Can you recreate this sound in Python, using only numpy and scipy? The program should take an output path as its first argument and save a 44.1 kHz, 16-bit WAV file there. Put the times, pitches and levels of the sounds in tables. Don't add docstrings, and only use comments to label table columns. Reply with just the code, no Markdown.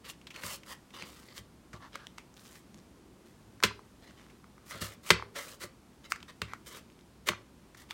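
import sys
import numpy as np
from scipy import signal
from scipy.fft import rfft, irfft, next_fast_len
from scipy.io import wavfile
from scipy.ndimage import uniform_filter1d, map_coordinates

SR = 44100
rng = np.random.default_rng(int(sys.argv[2]) if len(sys.argv) > 2 else 0)


def unload_wav(signal):
    wavfile.write(
        sys.argv[1],
        SR,
        np.round(np.clip(np.atleast_2d(signal).T, -1, 1) * 32767).astype(np.int16),
    )


N = 349713

# frequency in Hz, relative level in dB.
AIR_SPECTRUM = [(15, -55.5), (25, -11.5), (49, -6), (69, 0), (86, -9), (107, -5), (227, -2.5), (267, -5.5),
                (368, -7.5), (399, -11), (614, -16.5), (1050, -18), (1800, -24), (9050, -31.5),
                (15500, -40)]
CRUST_SPECTRUM = [(100, -33), (300, -7.5), (560, 1), (780, -10.5), (1200, 4), (1550, -2.5), (1950, 1.5),
                  (2400, -4), (3000, -2), (3700, -3), (4700, -6), (6500, -13), (9000, -22.5), (16000, -38)]
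FIZZ_SPECTRUM = [(1000, -22), (3000, -12.5), (5000, -1), (8500, -1), (10500, -4.5), (15500, -7)]
SKIN_TICK_SPECTRUM = [(300, -25), (1000, 3), (2000, -3), (6000, -1.5), (8500, -8), (10500, -17.5),
                      (16000, -18)]
NAIL_SPECTRUM = [(100, -21.5), (300, -14), (410, 3.5), (780, -14.5), (1050, 2), (2600, -1), (4500, -4),
                 (6000, -10), (8500, -13.5), (10000, -20.5), (16000, -21.5)]
# start in seconds, length in seconds, relative level in dB,
# swell over the stroke in dB, offset for the fizz in dB.
FINGER_STROKES = [ (0.047, 0.025, -47, -1.5, -12), (0.087, 0.015, -52, 5, -1.5),
                  (0.345, .08, -52, 2, -12.5), (0.439, 0.11, -44.5, -1, -2), (0.663, .063, -58, 13, -5),
                  (0.941, 0.095, -49, -0.5, -14), (1.059, 0.21, -54, -9, -6),
                  (1.287, 0.052, -56.5, -0.5, -13.5), (1.348, 0.035, -59.5, 13, -4),
                  (1.929, 0.027, -56, 9.5, -22), (2.365, .21, -67, 6.5, -1), (3.260, .035, -63.5, -3, -7),
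                  (4.021, .085, -62, -0.5, -15), (4.172, 0.074, -61.5, -2, -24),
                  (4.662, 0.043, -64, 9, 0.5), (4.71, 0.081, -45.5, -5, -12), (4.816, 0.042, -38, -4.5, -5),
                  (4.868, .07, -52, -5, -4.5), (5.035, 0.029, -62, 5, -2), (5.065, .034, -49, 3, -2),
                  (5.36, 0.033, -40.5, 1, -9), (5.407, .13, -50, -3.5, -2.5),
                  (5.608, 0.032, -47, 4.5, -5.5), (6.044, 0.016, -53.5, 2.5, -14.5),
                  (6.104, .012, -51.5, -1, -1), (6.284, .016, -51.5, 2, -18), (6.668, 0.023, -50, -5, -1.5),
                  (6.711, 0.067, -52.5, 4, -6.5), (7.273, 0.017, -35.5, 0, -6),
                  (7.774, 0.051, -57.5, -1, -5.5), (7.899, 0.018, -52.5, 4.5, -10)]
# start in seconds, relative level in dB, pitch in Hz,
# decay of the rip in seconds.
CRUST_RIPS = [(0.099, -31.5, 3630, .005), (0.135, -50, 3000, .01), (0.214, -44.5, 2920, .015),
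              (0.269, -32, 3800, 0.045), (0.3035, -32, 2730, 0.078), (0.342, -38, 3020, .04),
              (0.3605, -30.5, 2420, .024), (0.4346, -26, 1610, .03), (0.633, -38.5, 2600, 0.022),
              (0.905, -43.5, 2460, .02), (1.0233, -28, 2600, .005), (1.3792, -31, 4200, 0.0032),
              (1.73, -32, 1270, 0.08), (2.069, -30, 3250, 0.0016), (2.177, -35.5, 2330, 0.12),
              (2.744, -43, 6600, .005), (3.6023, -37, 1500, .012), (4.298, -44, 2200, .08),
              (4.71, -30.5, 1900, .006), (5.0628, -37.5, 2300, .02), (5.091, -30.5, 3100, .004),
              (5.354, -25, 1850, .15), (5.621, -32, 1900, .08), (6.1583, -32, 1740, .031),
              (6.203, -43, 3500, .025), (6.228, -34.5, 3200, .016), (6.304, -41, 1900, 0.0076),
              (7.2779, -26, 1700, .004), (7.746, -39, 1500, 0.03), (7.9084, -24.5, 3050, .011)]
# start in seconds, relative level in dB, colour centre in Hz.
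TABLE_BUMPS = [(0.44, -35.5, 110), (1.021, -41.5, 130), (1.388, -42, 110), (1.737, -38, 100),
               (3.638, -22.5, 216.5), (4.744, -39.5, 120), (4.817, -30, 130), (5.107, -18.5, 240),
               (5.128, -30, 85), (5.639, -37.5, 400), (6.421, -32, 80), (7.292, -26, 328)]
# frequency in Hz, relative level in dB, t60 in seconds before damping.
BOX_MODES = [(67.5, -6, .3), (105.5, -4.5, 0.33), (168, 1.5, .1), (208.1, -2.5, 0.14), (358.6, -0.5, 0.1),
             (455, -2, 0.057), (590, 3, 0.074), (1160, -5.5, 0.25), (1310, -8.5, 0.15), (1706, -19.5, 0.2),
             (1920, -17.5, 0.088), (2232, -15, 0.066)]
# start in seconds, length in seconds, relative level in dB,
# colour centre in Hz.
FINGER_RUBS = [(1.729, 0.059, -52, 1260), (1.795, .1, -52, 1450), (1.96, 0.12, -56, 1700),
               (3.3, 0.35, -62, 103), (2.722, 0.12, -55.5, 250), (2.6, 0.85, -63.5, 320),
               (4.5, 0.49, -73, 1700), (6.46, 0.11, -55.5, 2100), (7, 0.33, -64, 85)]
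# start in seconds, relative level in dB, pitch in Hz,
# the skin's tick in dB against the ring.
POCKET_POPS = [(1.956, -24.5, 1370, -6.5), (2.1826, -36, 1250, 4), (3.6276, -15, 1170, -11),
               (3.7105, -30, 1110, -27), (3.7925, -35.5, 1070, -18), (4.4424, -40, 1230, -14),
               (4.5803, -43, 1210, -13), (4.7472, -33, 1230, -9), (5.1974, -27.5, 1060, -26.5),
               (5.2244, -22.5, 1090, -24), (6.1206, -12, 1345, -5.5), (6.5350, -22.5, 1300, -11.5),
               (7.3192, -25, 1240, -25), (7.3338, -25, 1240, -32)]
# start and end in seconds, cracks per second, relative level in dB,
# middle pitch in Hz.
SLOW_PINCHES = [(2.33, 2.599, 50, -47, 5640), (2.62, 2.84, 22, -52, 6000), (4.03, 4.396, 22, -49.5, 1660),
                (6.78, 7.025, 19.7, -52.5, 3470)]
# start in seconds, relative level in dB, colour centre in Hz,
# decay in seconds.
NAIL_SNAPS = [(3.6356, -11.5, 2890, 0.033), (3.6440, -20, 2800, 0.03), (3.6500, -30, 10700, 0.065),
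              (5.104, -6.5, 2030, 0.033), (6.4172, -23, 1525, .018), (7.2864, -22, 13940, 0.029),
              (7.2885, -17, 1490, 0.019)]
# frequency in Hz, t60 in seconds.
ROOM_DECAY = [(100, .4), (300, 0.53), (1000, 0.3), (2200, 0.24), (5000, 0.27), (9000, 0.12), (15000, 0.079)]
# frequency in Hz, relative level in dB.
WALL_COLOUR = [(100, 1.5), (1100, -4.5), (2200, 0.5), (4000, -4), (6500, -2.5), (8500, 2.5), (10500, 1.5)]

POP_CYCLES, RIP_CYCLES = 6.5, 4


def amp(db):
    return 10 ** (np.asarray(db) / 20)


def unit(x):
    return x / np.sqrt(np.mean(x ** 2) + 1e-20)


def along(points, hz):
    f, v = np.transpose(points)
    return np.interp(np.log(hz + 1), np.log(f + 1), v)


def filtered(x, response):
    size = next_fast_len(len(x) + SR // 2)
    return irfft(rfft(x, size) * response(np.fft.rfftfreq(size, 1 / SR)), size)[:len(x)]


def coloured(x, gain_db, size=2048):
    cepstrum = irfft(np.log(amp(gain_db(np.fft.rfftfreq(size, 1 / SR)))))
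    cepstrum[1:size // 2] *= 2
    cepstrum[size // 2 + 1:] = 0
    click = irfft(np.exp(rfft(cepstrum)))
    return signal.fftconvolve(x, click / np.linalg.norm(click))[:len(x)]


def add(track, start, sound):
    part = track[max(round(start * SR), 0):][:len(sound)]
    part += sound[:len(part)]


def wobble(rate):
    knots = rng.standard_normal(int(N * rate / SR) + 4)
    return map_coordinates(knots, [np.arange(N) * rate / SR])


def room_tone():
    air = unit(filtered(rng.standard_normal(N), lambda hz: amp(along(AIR_SPECTRUM, hz))))
    return air * amp(-58 + 0.38 * wobble(3.3))


def cells(spectrum, level, density, spread_db):
    chance = np.clip(density * (level / amp(-50)) ** .7 / SR, 1e-4, 1)
    sizes = unit(amp(spread_db * np.clip(rng.standard_normal(N), -2.5, 2.5)))
    signs = rng.choice([-1, 1], N)
    breaks = (rng.random(N) < chance) * sizes * signs * level / np.sqrt(chance)
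    return coloured(breaks, lambda hz: along(spectrum, hz))


def hollow(x, depth_db):
    spectra = signal.stft(x, nperseg=512)[2]
    peaks = uniform_filter1d(rng.standard_normal(spectra.shape), size=4, axis=0)
    drifting_peaks = unit(uniform_filter1d(peaks, size=12, axis=1))
    return signal.istft(spectra * unit(amp(depth_db * drifting_peaks)), nperseg=512)[1][:N]


def tearing():
    lead_s, usual_length_s = .05, 0.057
    grip_db_per_s, relax_db_per_s = 1399.5, 700
    t = np.arange(SR // 2) / SR - lead_s
    crust_level, fizz_level = np.zeros(N), np.zeros(N)
    for start, length, db, swell_db, fizz_db in FINGER_STROKES:
        depth = np.clip(t / length, 0, 1)
        slack_db = grip_db_per_s * np.maximum(-t, 0) + relax_db_per_s * np.maximum(t - length, 0)
        briskness = (usual_length_s / length) ** 0.25
        push = amp(db + swell_db * depth - slack_db * briskness)
        add(crust_level, start - lead_s, push)
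        add(fizz_level, start - lead_s, push * amp(fizz_db))
    clumps = unit(amp(1.2 * wobble(170)))
    crust = amp(-0.6) * cells(CRUST_SPECTRUM, crust_level, density=1800, spread_db=1.5)
    fizz = amp(1.5) * cells(FIZZ_SPECTRUM, fizz_level, density=2400, spread_db=2.5)
    return clumps * (hollow(crust, depth_db=3.2) + fizz)


def fractures(t, decay_s):
    fade = amp(-60 * t / decay_s)
    rise = 1 - np.exp(-t / (0.015 * decay_s))
    spectrum = rfft(fade * rise * rng.standard_normal(len(t)), 2 * len(t))
    evened = spectrum / (np.abs(spectrum) + 1e-9) ** .5
    volley = irfft(evened)[:len(t)] * fade ** .1
    return volley * np.linalg.norm(fade) / np.linalg.norm(volley)


def pocket(hz, decay_s, tick_db=-4.5, cycles=RIP_CYCLES):
    t, compartment_hz = np.arange(SR // 12) / SR, 2150
    share = amp(min(tick_db + 2, -4))
    modes = np.sin(2 * np.pi * hz * t) - share * np.sin(2 * np.pi * compartment_hz * t)
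    cavity = modes * amp(-60 * hz * t / cycles) * (1 - np.exp(-hz * t / 2.1))
    ring = signal.fftconvolve(fractures(t, decay_s), cavity)[:len(t)]
    tick = coloured(fractures(t, decay_s + 0.0064), lambda f: along(SKIN_TICK_SPECTRUM, f))
    return amp(-25.5) * (unit(ring) + amp(tick_db) * unit(tick))


def rips():
    out = np.zeros(N)
    for start, db, hz, decay_s in CRUST_RIPS:
        add(out, start, amp(db) * pocket(hz, decay_s))
    return out


def box_ring(t, centre_hz, cut_db_per_octave, damping):
    gains = [amp(db - cut_db_per_octave * np.abs(np.log2(hz / centre_hz)) + rng.normal(0, 1))
             for hz, db, _ in BOX_MODES]
    ring = np.zeros(len(t))
    for gain, (hz, _, t60) in zip(gains, BOX_MODES):
        phase = 2 * np.pi * (hz * rng.normal(1, .01) * t + rng.random())
        ring += gain * amp(-60 * t * damping / t60) * np.sin(phase)
    return ring


def bumps():
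    out, t = np.zeros(N), np.arange(SR // 2) / SR
    rise = 1 - np.exp(-t / .002)
    for start, db, centre_hz in TABLE_BUMPS:
        add(out, start, amp(db - 4) * rise * box_ring(t, centre_hz, cut_db_per_octave=5, damping=0.94))
    return out


def rubs():
    out, t = np.zeros(N), np.arange(SR // 4) / SR
    slips_per_s = 2500
    for start, length, db, centre_hz in FINGER_RUBS:
        ring = box_ring(t, centre_hz, cut_db_per_octave=20.5, damping=centre_hz / 100)
        ring *= 1 - np.exp(-t * centre_hz)
        size = int(length * SR)
        slips = rng.standard_normal(size) * (rng.random(size) < slips_per_s / SR)
        body = unit(signal.fftconvolve(slips, ring)[:size])
        scratch = centre_hz / 2600 * unit(coloured(slips, lambda hz: along(CRUST_SPECTRUM, hz)))
        add(out, start, amp(db) * np.sqrt(np.hanning(size)) * (body + scratch))
    return out


def pops():
    out = np.zeros(N)
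    for start, db, hz, tick_db in POCKET_POPS:
        add(out, start, amp(db) * pocket(hz, decay_s=0.00079, tick_db=tick_db, cycles=POP_CYCLES))
    return out


def pinches():
    out, spread_db = np.zeros(N), 1.5
    for start, end, per_second, db, hz in SLOW_PINCHES:
        count = int(per_second * (end - start))
        for onset, size, octaves in rng.uniform([start, -1, -.5], [end, 1, .5], (count, 3)):
            add(out, onset, amp(db + spread_db * size) * pocket(hz * 2 ** octaves, decay_s=0.0016))
    return out


def snaps():
    out, t = np.zeros(N), np.arange(SR // 10) / SR
    for start, db, centre_hz, decay_s in NAIL_SNAPS:
        colour = lambda hz: along(NAIL_SPECTRUM, hz) - 1.7 * np.abs(np.log2((hz + 100) / centre_hz))
        add(out, start, amp(db) * coloured(fractures(t, decay_s), colour))
    return out


def walls(x, wet_db, stretches=16):
    out, delay_s = np.zeros(N), .002
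    for part in np.array_split(np.arange(N), stretches):
        hz, t, noise = signal.stft(rng.standard_normal(SR // 2), SR, nperseg=256)
        fade = amp(-60 * t / along(ROOM_DECAY, hz)[:, None])
        tail = signal.istft(noise * fade, SR, nperseg=256)[1]
        add(out, part[0] / SR + delay_s, signal.fftconvolve(x[part], tail / np.linalg.norm(tail)))
    return filtered(out, lambda hz: amp(wet_db + along(WALL_COLOUR, hz)))


def scene():
    surface = tearing() + snaps()
    deep = pops() + rips() + pinches()
    reflections = walls(surface + amp(-3) * deep, wet_db=-10.5)
    return (surface + deep + reflections + bumps() + rubs() + room_tone())[None]


def record(dry):
    low_cut_hz, top_hz = 32, 15950
    low_cut = signal.butter(3, low_cut_hz, "highpass", fs=SR, output="sos")
    return np.array([filtered(signal.sosfilt(low_cut, channel), lambda hz: hz < top_hz)
                     for channel in dry])


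dry = scene()
out = record(dry)
unload_wav(out)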